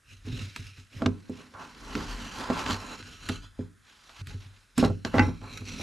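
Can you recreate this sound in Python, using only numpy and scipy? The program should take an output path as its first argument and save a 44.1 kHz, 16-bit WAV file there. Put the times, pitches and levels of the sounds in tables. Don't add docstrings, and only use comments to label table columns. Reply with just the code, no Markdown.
import sys
import numpy as np
from scipy import signal
from scipy.fft import rfft, irfft, next_fast_len
from scipy.io import wavfile
from scipy.ndimage import uniform_filter1d, map_coordinates

SR = 44100
rng = np.random.default_rng(int(sys.argv[2]) if len(sys.argv) > 2 else 0)


def master_out(mix):
    frames = np.transpose(np.atleast_2d(mix))
    ceiling = np.clip(frames, -1, 1)
    pcm = np.round(ceiling * 32767).astype(np.int16)
    wavfile.write(sys.argv[1], SR, pcm)


N = 256662


# (time [s], rap level [dB], thud level [dB], boom level [dB],
# click level below 7 kHz [dB], click level above 7 kHz [dB])
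KNOCKS = [(0.561, -40, -48, -60, -16, -14.5), (1.02, -17, -23, -37, -23, -29),
          (1.06, -20, -18, -20, -9, -18.5), (1.296, -40.5, -29.5, -36, -60, -30),
          (1.539, -41, -55, -48, -36, -38), (1.952, -31, -28, -42, -14.5, -30),
          (1.966, -55, -28, -34.5, -37.5, -38), (2.501, -9.5, -21.5, -34, -21.5, -38),
          (2.662, -50, -41, -46, -15, -30), (3.026, -75, -69, -42, -27, -46),
          (3.288, -55, -41, -43, -14, -6.5), (3.294, -32.5, -26, -27.5, -14.5, -36),
          (3.592, -25.5, -28, -29.5, -76, -48), (4.093, -50, -64.5, -72, -32, -36),
          (4.27, -76, -55, -35, -28, -19.5), (4.779, -25, -20, -32, -14.5, 0.5),
          (4.828, 1, -17.5, -34, -39, -21), (4.84, -18.5, -26, -29, -21, -22),
          (4.849, -21.5, -22.5, -28, -28.5, -27), (4.859, -20, -24.5, -46, -29, -22),
          (4.901, -23, -29.5, -22.5, -47, -30), (5.049, -28.5, -29, -31, -11, -19),
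          (5.142, -4.5, -20.5, -33, -33, -32), (5.154, -15, -47, -39, -39, -23),
          (5.182, -17.5, -36, -32, -14, -37), (5.195, -34, -20.5, -26.5, -12, -40),
          (5.28, -31, -26, -21.5, -39, -37), (5.416, -43, -44.5, -41, -40, -45),
          (5.616, -48, -41, -43, -42, -47), (5.797, -35, -36.5, -36, -38, -40)]
# (time [s], thud level [dB], boom level [dB])
BUMPS = [(0.25, -59, -39), (0.271, -29.5, -37), (0.299, -46, -30), (0.326, -37, -23), (0.342, -60, -29.5),
         (0.595, -44, -32), (0.783, -52, -37.5), (0.964, -54, -33.5), (4.193, -57, -46.5),
         (4.214, -50, -31), (4.344, -42, -28), (4.459, -55.5, -40.5), (4.786, -18, -37),
         (5.214, -34, -22.5), (5.239, -31, -25), (5.607, -41, -32)]
# (frequency [Hz], level [dB], decay by 60 dB [s])
BENCH_TOP = [(167.3, -10, 0.29), (219.2, -6, 0.16), (252.2, 7, 0.089), (287.2, 2, 0.064),
             (365.3, -4.5, 0.088), (406.5, -5.5, 0.12), (497.5, -10.5, 0.099)]
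# (frequency [Hz], level [dB], decay by 60 dB [s])
BOARDS = [(537, -11, 0.057), (589, -8, 0.071), (660.5, -4.5, 0.064), (802, 0, 0.029), (899, -15.5, 0.056),
          (1040, -4, 0.023), (1147, -4.5, 0.021), (1340, -6.5, 0.033), (1512, -9.5, 0.019)]
# (frequency [Hz], level [dB], decay by 60 dB [s])
BENCH_FRAME = [(40, -7, 0.24), (60, -11, 0.2), (96.6, 0.5, 0.25), (113.8, -10.5, 0.23)]
# (frequency [Hz], level per Hz [dB])
CLICK_COLOUR = [(530, -71), (900, 4), (2780, -1), (4230, -2.5), (5460, -9.5), (8200, -10), (9320, -29),
                (10300, -17), (14500, -35)]


def knocks():
    wood, air = np.zeros(N + SR), np.zeros((2, N + SR))
    t = np.arange(SR // 2) / SR
    spread_db = 2

    for time, rap_db, thud_db, boom_db, *click_db in KNOCKS:
        start = round(time * SR)
        boards = chatter(ringing(BOARDS, spread_db, rise=0.45), t60=0.008)
        rap = amp(rap_db) * cushioned(boards, rap_db - click_db[0])
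        thud = amp(thud_db) * ringing(BENCH_TOP, spread_db / 2, rise=0.76)
        boom = amp(boom_db) * ringing(BENCH_FRAME, spread_db, rise=0.28)
        wood[start:][:len(t)] += boom + thud + rap

        fall = amp(-60 * t / 0.014) + 0.057 * amp(-60 * t / 0.076)
        shape = fall * (1 - np.exp(-t / 0.00067))
        air[:, start:][:, :len(t)] += amp(click_db)[:, None] * shape * rng.standard_normal(len(t))

    for time, thud_db, boom_db in BUMPS:
        thud = amp(thud_db) * ringing(BENCH_TOP[:6], spread_db, rise=2.9)
        boom = amp(boom_db) * ringing(BENCH_FRAME, spread_db, rise=0.23)
        wood[round(time * SR):][:len(t)] += thud + boom

    def click_bands(hz):
        high = hz ** 8 / (hz ** 8 + 7000 ** 8)
        return causal(amp(along(CLICK_COLOUR, hz)) * [1 - high, high])

    cracks = filtered(air[:, :N], click_bands).sum(axis=0)
    return wood[:N] + bench_echo(cracks, share=0.15)


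CONTACT_S_PER_DB = 1.3e-5


def cushioned(x, soft_db):
    t = np.arange(128) / SR
    push = t * np.exp(-t / (CONTACT_S_PER_DB * max(soft_db, 2)))
    return np.convolve(x, push / push.sum())[1:len(x) + 1]


def chatter(body, t60):
    t = np.arange(SR // 30) / SR
    force = amp(-60 * t / t60) * rng.standard_normal(len(t))
    force[0] += 11
    return signal.fftconvolve(body, force / np.linalg.norm(force))[:len(body)]


def causal(gain):
    cepstrum = irfft(np.log(gain + 1e-6))
    half = gain.shape[-1] - 1
    cepstrum[..., 1:half] *= 2
    cepstrum[..., half + 1:] = 0
    return np.exp(rfft(cepstrum))


# (time [s], level [dB])
CLACKS = [(4.3044, -49), (4.847, -42), (5.141, -40), (5.182, -27.5), (5.1937, -18.5), (5.226, -34)]
# (frequency [Hz], level [dB], decay by 60 dB [s])
LIFTED_BOARD = [(840, -1, .2), (1497, -8, .06), (1529, -5, .12), (1900, 0, .03), (2005, 3, .095),
                (2050, -11, .22), (2186, -7, .1), (2420, -6, .05), (2676, -8, .1), (4450, -4, .015)]


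def clacks():
    wood = np.zeros(N + SR)
    for time, db in CLACKS:
        board = ringing(LIFTED_BOARD, scatter_db=1, rise=0.62)
        wood[round(time * SR):][:SR // 2] += amp(db) * chatter(board, t60=0.0065)
    return wood[:N]


# (frequency [Hz], level per Hz [dB])
HISS_COLOUR = [(880, -39), (1500, -2.5), (1990, 0.5), (2730, 0), (5880, -6), (9020, -19.5), (10900, -18.5),
               (13500, -27), (14100, -70)]
# (time [s], level [dB])
SING = [(0, -11), (1.4, -10), (2.6, -6.5), (3.0, -2), (3.56, 0.5), (4.1, -7.5), (5.3, -8), (5.82, -7.5)]
# (frequency [Hz], level [dB], decay by 60 dB [s])
TOOL = [(1308, 2, 0.06), (1456, -4, 0.14), (2435, 0, 0.021), (2660, -2.5, 0.088), (3120, 1.5, 0.018),
        (4044, 6.5, 0.022), (5800, -17, 0.02), (6750, 9.5, 0.006)]


def rubbing():
    slide, dig, top, frame = friction()
    slide, push = slide + scuffing(), leaning()
    sway_modes = [(27.247, -19.0, 0.87), (38.6, 11, 0.25)]  # (Hz, dB, t60 s)
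    grip_db = 1.5 * wobble(30)
    layers = []
    for _ in range(2):
        hiss = filtered(grit(spiky_db=2.0), lambda hz: amp(along(HISS_COLOUR, hz)))
        hiss = unit(patchy(bench_echo(hiss, share=1), depth_db=2))
        hiss = slide * amp(grip_db + 1.8 * wobble(140)) * hiss
        sing = driven(slide * amp(over_time(SING)[0] + grip_db) * grit(spiky_db=3.5), TOOL)
        scrape = driven(dig * amp(grip_db) * grit(spiky_db=2.5), BOARDS[4:])
        judder = driven(top * amp(2 * grip_db) * grit(spiky_db=3.5), BENCH_TOP)
        drone = driven(frame * amp(2 * grip_db) * rng.standard_normal(N), BENCH_FRAME[1:])
        sway = driven(push * rng.standard_normal(N), sway_modes)
        layers.append(hiss + sing + scrape + judder + drone + sway)
    return widen(*layers)


# (start [s], peak [s], end [s], then levels at the peak: hiss [dB], scrape [dB], bench top [dB], bench frame [dB])
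RUBS = [(0.047, 0.11, 0.23, -52.5, -94, -60.5, -45.5), (0.225, 0.277, 0.42, -50, -58, -46, -39.5),
        (0.26, 0.38, 0.65, -44.5, -63, -46, -41), (0.39, 0.647, 0.79, -49, -88, -67, -45),
        (0.74, 0.777, 0.89, -53.5, -68, -63, -55), (0.892, 0.933, 1.27, -53, -69, -53, -49),
        (0.965, 1.042, 1.21, -59, -45, -35.5, -47), (1.092, 1.415, 1.6, -55, -58, -50, -61),
        (2.97, 3.045, 3.33, -50, -62, -52, -49), (3.1, 3.323, 3.473, -46, -57, -50.5, -44),
        (3.293, 3.445, 3.49, -62, -61.5, -64, -46), (3.482, 3.61, 3.73, -66, -60, -74, -69),
        (3.81, 3.88, 4.5, -61.5, -66, -72.5, -94), (3.903, 4.218, 3.7, -51.5, -55, -82, -80),
        (4.255, 4.292, 4.43, -47.5, -60, -47, -36), (4.385, 4.41, 4.84, -58.5, -64.5, -67, -66),
        (4.752, 4.773, 5.01, -50, -69, -49, -70), (4.777, 4.778, 4.9, -37.5, -40, -26.5, -48),
        (4.778, 4.843, 4.94, -56, -36, -30, -26.5), (5.01, 5.025, 9.4, -61, -72, -70, -52),
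        (5.049, 5.049, 5.136, -44.5, -39, -30.5, -53), (5.114, 5.154, 5.28, -46.5, -34, -36, -38),
        (5.127, 5.194, 5.361, -46.5, -33.5, -26, -25), (5.405, 5.44, 5.64, -53.5, -45.5, -43.5, -45),
        (5.444, 5.572, 5.67, -48.5, -72, -47.5, -47), (5.639, 5.677, 6.33, -47, -58.5, -46, -50),
        (5.709, 5.809, 6, -44, -53, -38.5, -41)]
RUB_EDGE_DB, LOAD_GROWS = 19.5, 1.38
RUB_HOLDS = 1.25
# (time [s], hiss level [dB], scrape level [dB])
STROKE = [(1.5, -67, -99), (1.55, -59.5, -43), (1.62, -53.5, -43.5), (1.74, -55.5, -60.5),
          (1.96, -45.5, -43.5), (2.27, -45, -50.5), (2.5, -42.5, -34), (2.65, -41.5, -38.5),
          (2.7, -34, -33.5), (2.75, -36, -34.5), (2.785, -47, -44), (2.95, -46.5, -46), (3.02, -55.5, -67)]
STROKE_MID_DB = -46
STROKE_TOP_DB, STROKE_FRAME_DB = -46, -56.5
TOP_GROWS, FRAME_GROWS = 1.04, 1.9
STUTTER_HZ, STUTTER_DB_PER_DB = 104, .27


def friction():
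    t, power = np.arange(N) / SR, np.zeros((4, N))
    swing_db = RUB_EDGE_DB * np.array([1, LOAD_GROWS, LOAD_GROWS, LOAD_GROWS])[:, None]
    for start, peak, end, *db in RUBS:
        before = (peak - t) / max(peak - start, .003)
        after = (t - peak) / max(end - peak, .003)
        away = np.maximum(before, after)
        power += amp(np.array(db)[:, None] - swing_db * away ** RUB_HOLDS) ** 2

    hiss_db, scrape_db = over_time(STROKE)
    press_db = hiss_db - STROKE_MID_DB
    phase = 2 * np.pi * STUTTER_HZ * t + 2 * wobble(20)
    stutter_db = STUTTER_DB_PER_DB * np.maximum(press_db, 0) * np.sin(phase)
    top_db = STROKE_TOP_DB + TOP_GROWS * press_db
    frame_db = STROKE_FRAME_DB + FRAME_GROWS * press_db
    stroke = amp(stutter_db + [hiss_db, scrape_db, top_db, frame_db])
    during = (t > STROKE[0][0]) * (t < STROKE[-1][0])
    return np.sqrt(power + stroke ** 2 * during)


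# (time [s], level [dB])
SCUFFS = [(2.709, -48), (4.847, -31.5), (5.527, -46), (5.534, -48), (5.573, -35), (5.653, -49),
          (5.684, -44), (5.799, -40), (5.812, -38)]
SCUFF_RISE_S, SCUFF_T60_S = 0.00073, 0.026


def scuffing():
    times, levels_db = np.transpose(SCUFFS)
    after = np.arange(N) / SR - times[:, None]
    onset = 1 - np.exp(-np.maximum(after, 0) / SCUFF_RISE_S)
    return amp(levels_db) @ (amp(-60 * np.abs(after) / SCUFF_T60_S) * onset)


# (time of peak [s], level [dB])
PUSHES = [(.2, -48), (2.0, -32), (2.6, -36.5), (3.298, -40.5), (4.26, -46), (5.25, -38), (5.82, -37)]
PUSH_RISE_DB_PER_S, PUSH_FALL_DB_PER_S = 79, 50


def leaning():
    t = np.arange(N) / SR
    below_db = lambda s: np.maximum(PUSH_RISE_DB_PER_S * (s - t), PUSH_FALL_DB_PER_S * (t - s))
    return sum(amp(db - below_db(s)) for s, db in PUSHES)


def grit(spiky_db):
    size_db = spiky_db * np.minimum(rng.exponential(size=N), 6.5)
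    return unit(rng.standard_normal(N) * amp(size_db))


def patchy(x, depth_db):
    z = signal.stft(x, nperseg=512)[2]
    field = uniform_filter1d(rng.standard_normal(z.shape), 8, 0)
    field = uniform_filter1d(field, 16, 1)
    return signal.istft(z * amp(depth_db * unit(field)), nperseg=512)[1][:N]


def ringing(modes, scatter_db=0, rise=0):
    t = np.arange(SR // 2) / SR
    body = np.zeros(len(t))
    for hz, db, t60 in modes:
        build = 1 - np.exp(-t * hz / (rise + 1e-6))
        fall = amp(db + rng.normal(0, scatter_db) - 60 * t / t60)
        body += fall * build * np.sin(2 * np.pi * hz * t)
    return body


def driven(force, modes):
    body = ringing(modes)
    return signal.fftconvolve(force, body / np.linalg.norm(body))[:N]


# (time [s], delay [ms], strength [ratio, inverted under 0])
BENCH_BOUNCE = [(0, 0.75, 0.44), (1.05, 0.77, 0.21), (1.9, 0.66, 0.092), (2.3, 0.67, 0.51),
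                (2.5, 0.6, 0.094), (2.85, .73, 0.29), (3.38, 0.68, 0.56), (3.46, 0.6, 1), (3.9, 0.59, 0.21),
                (4.3, 0.84, -0.0046), (5.1, 0.7, 0.6), (5.25, 0.62, -0.84), (5.82, 0.598, -0.54)]


def bench_echo(x, share):
    late_ms, strength = over_time(BENCH_BOUNCE)
    dull = uniform_filter1d(x, size=3)
    out = x
    for bounce in (1, 2):
        read_at = np.arange(N) - bounce * late_ms * SR / 1000
        out = out + (share * strength) ** bounce * map_coordinates(dull, [read_at], order=1)
    return out


# (frequency [Hz], decay by 60 dB [s])
ROOM_DECAY = [(100, 0.65), (1000, 0.13), (4000, 0.059), (12000, 0.13)]


def shop(x):
    hz, t, z = signal.stft(rng.standard_normal((2, SR // 2)), SR, nperseg=256)
    fall = amp(-60 * t / along(ROOM_DECAY, hz)[:, None])
    tail = signal.istft(z * fall, SR, nperseg=256)[1]
    late = np.pad(x, (200, 0))[None]
    return signal.fftconvolve(late, tail / np.linalg.norm(tail[0]), axes=1)[:, :N]


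# (frequency [Hz], level per Hz [dB])
AIR_COLOUR = [(25, -19), (87, -0.5), (549, -15), (862, -18), (1510, -4.5), (2710, -17), (10500, -19),
              (13600, -33), (14300, -56)]
AIR_DB = -67


def still_air():
    pair = filtered(rng.standard_normal((2, N)), lambda hz: amp(along(AIR_COLOUR, hz)))
    return amp(AIR_DB) * unit(widen(*pair))


# (frequency [Hz], left-right likeness [0 to 1])
ALIKE = [(30, 1), (500, 0.9), (2000, 0.74), (5000, 0.99), (9000, 1), (12500, 0.75)]


def widen(x, other):
    turn = lambda hz: np.arccos(np.clip(along(ALIKE, hz), -1, 1)) / 2
    mid = filtered(x, lambda hz: np.cos(turn(hz)))
    side = filtered(other, lambda hz: np.sin(turn(hz)))
    return np.array([mid + side, mid - side])


def amp(db):
    return 10 ** (np.asarray(db) / 20)


def unit(x):
    return x / np.sqrt(np.mean(x ** 2) + 1e-20)


def along(points, hz):
    f, v = np.transpose(points)
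    return np.interp(np.log(hz + 1), np.log(f + 1), v)


def over_time(rows):
    s, *cols = np.transpose(rows)
    return [np.interp(np.arange(N) / SR, s, c) for c in cols]


def wobble(rate):
    knots = rng.standard_normal(int(N * rate / SR) + 4)
    return map_coordinates(knots, [np.arange(N) * rate / SR])


def filtered(x, response):
    m = 2 * next_fast_len((N + SR // 2) // 2)
    return irfft(rfft(x, m) * response(np.fft.rfftfreq(m, 1 / SR)), m)[..., :N]


LIFTED_LAG_S = 4e-5


def scene():
    hits, lifted = knocks(), clacks()
    airborne = filtered(hits + lifted, lambda hz: hz / (hz + 400))
    lag = lambda hz: np.exp(1j * np.pi * LIFTED_LAG_S * np.outer([-1, 1], hz))
    aside = filtered(lifted, lag)
    return hits + aside + amp(-10) * shop(airborne) + rubbing() + still_air()


# (frequency [Hz], left minus right level [dB])
LEAN = [(60, 1.5), (150, -3), (370, -1.5), (930, -1.0), (2320, -1.5), (5800, -1.5), (14500, 2)]
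TOP_HZ = 15070


def record(dry):
    def colour(hz):
        balance = amp(np.outer([.5, -.5], along(LEAN, hz)))
        low_cut = hz ** 4 / (hz ** 4 + 37.0 ** 4)
        high_cut = (hz < TOP_HZ) / (1 + (hz / 14200) ** 30)
        return balance * low_cut * high_cut

    return filtered(dry, colour)


dry = scene()
out = record(dry)
master_out(out)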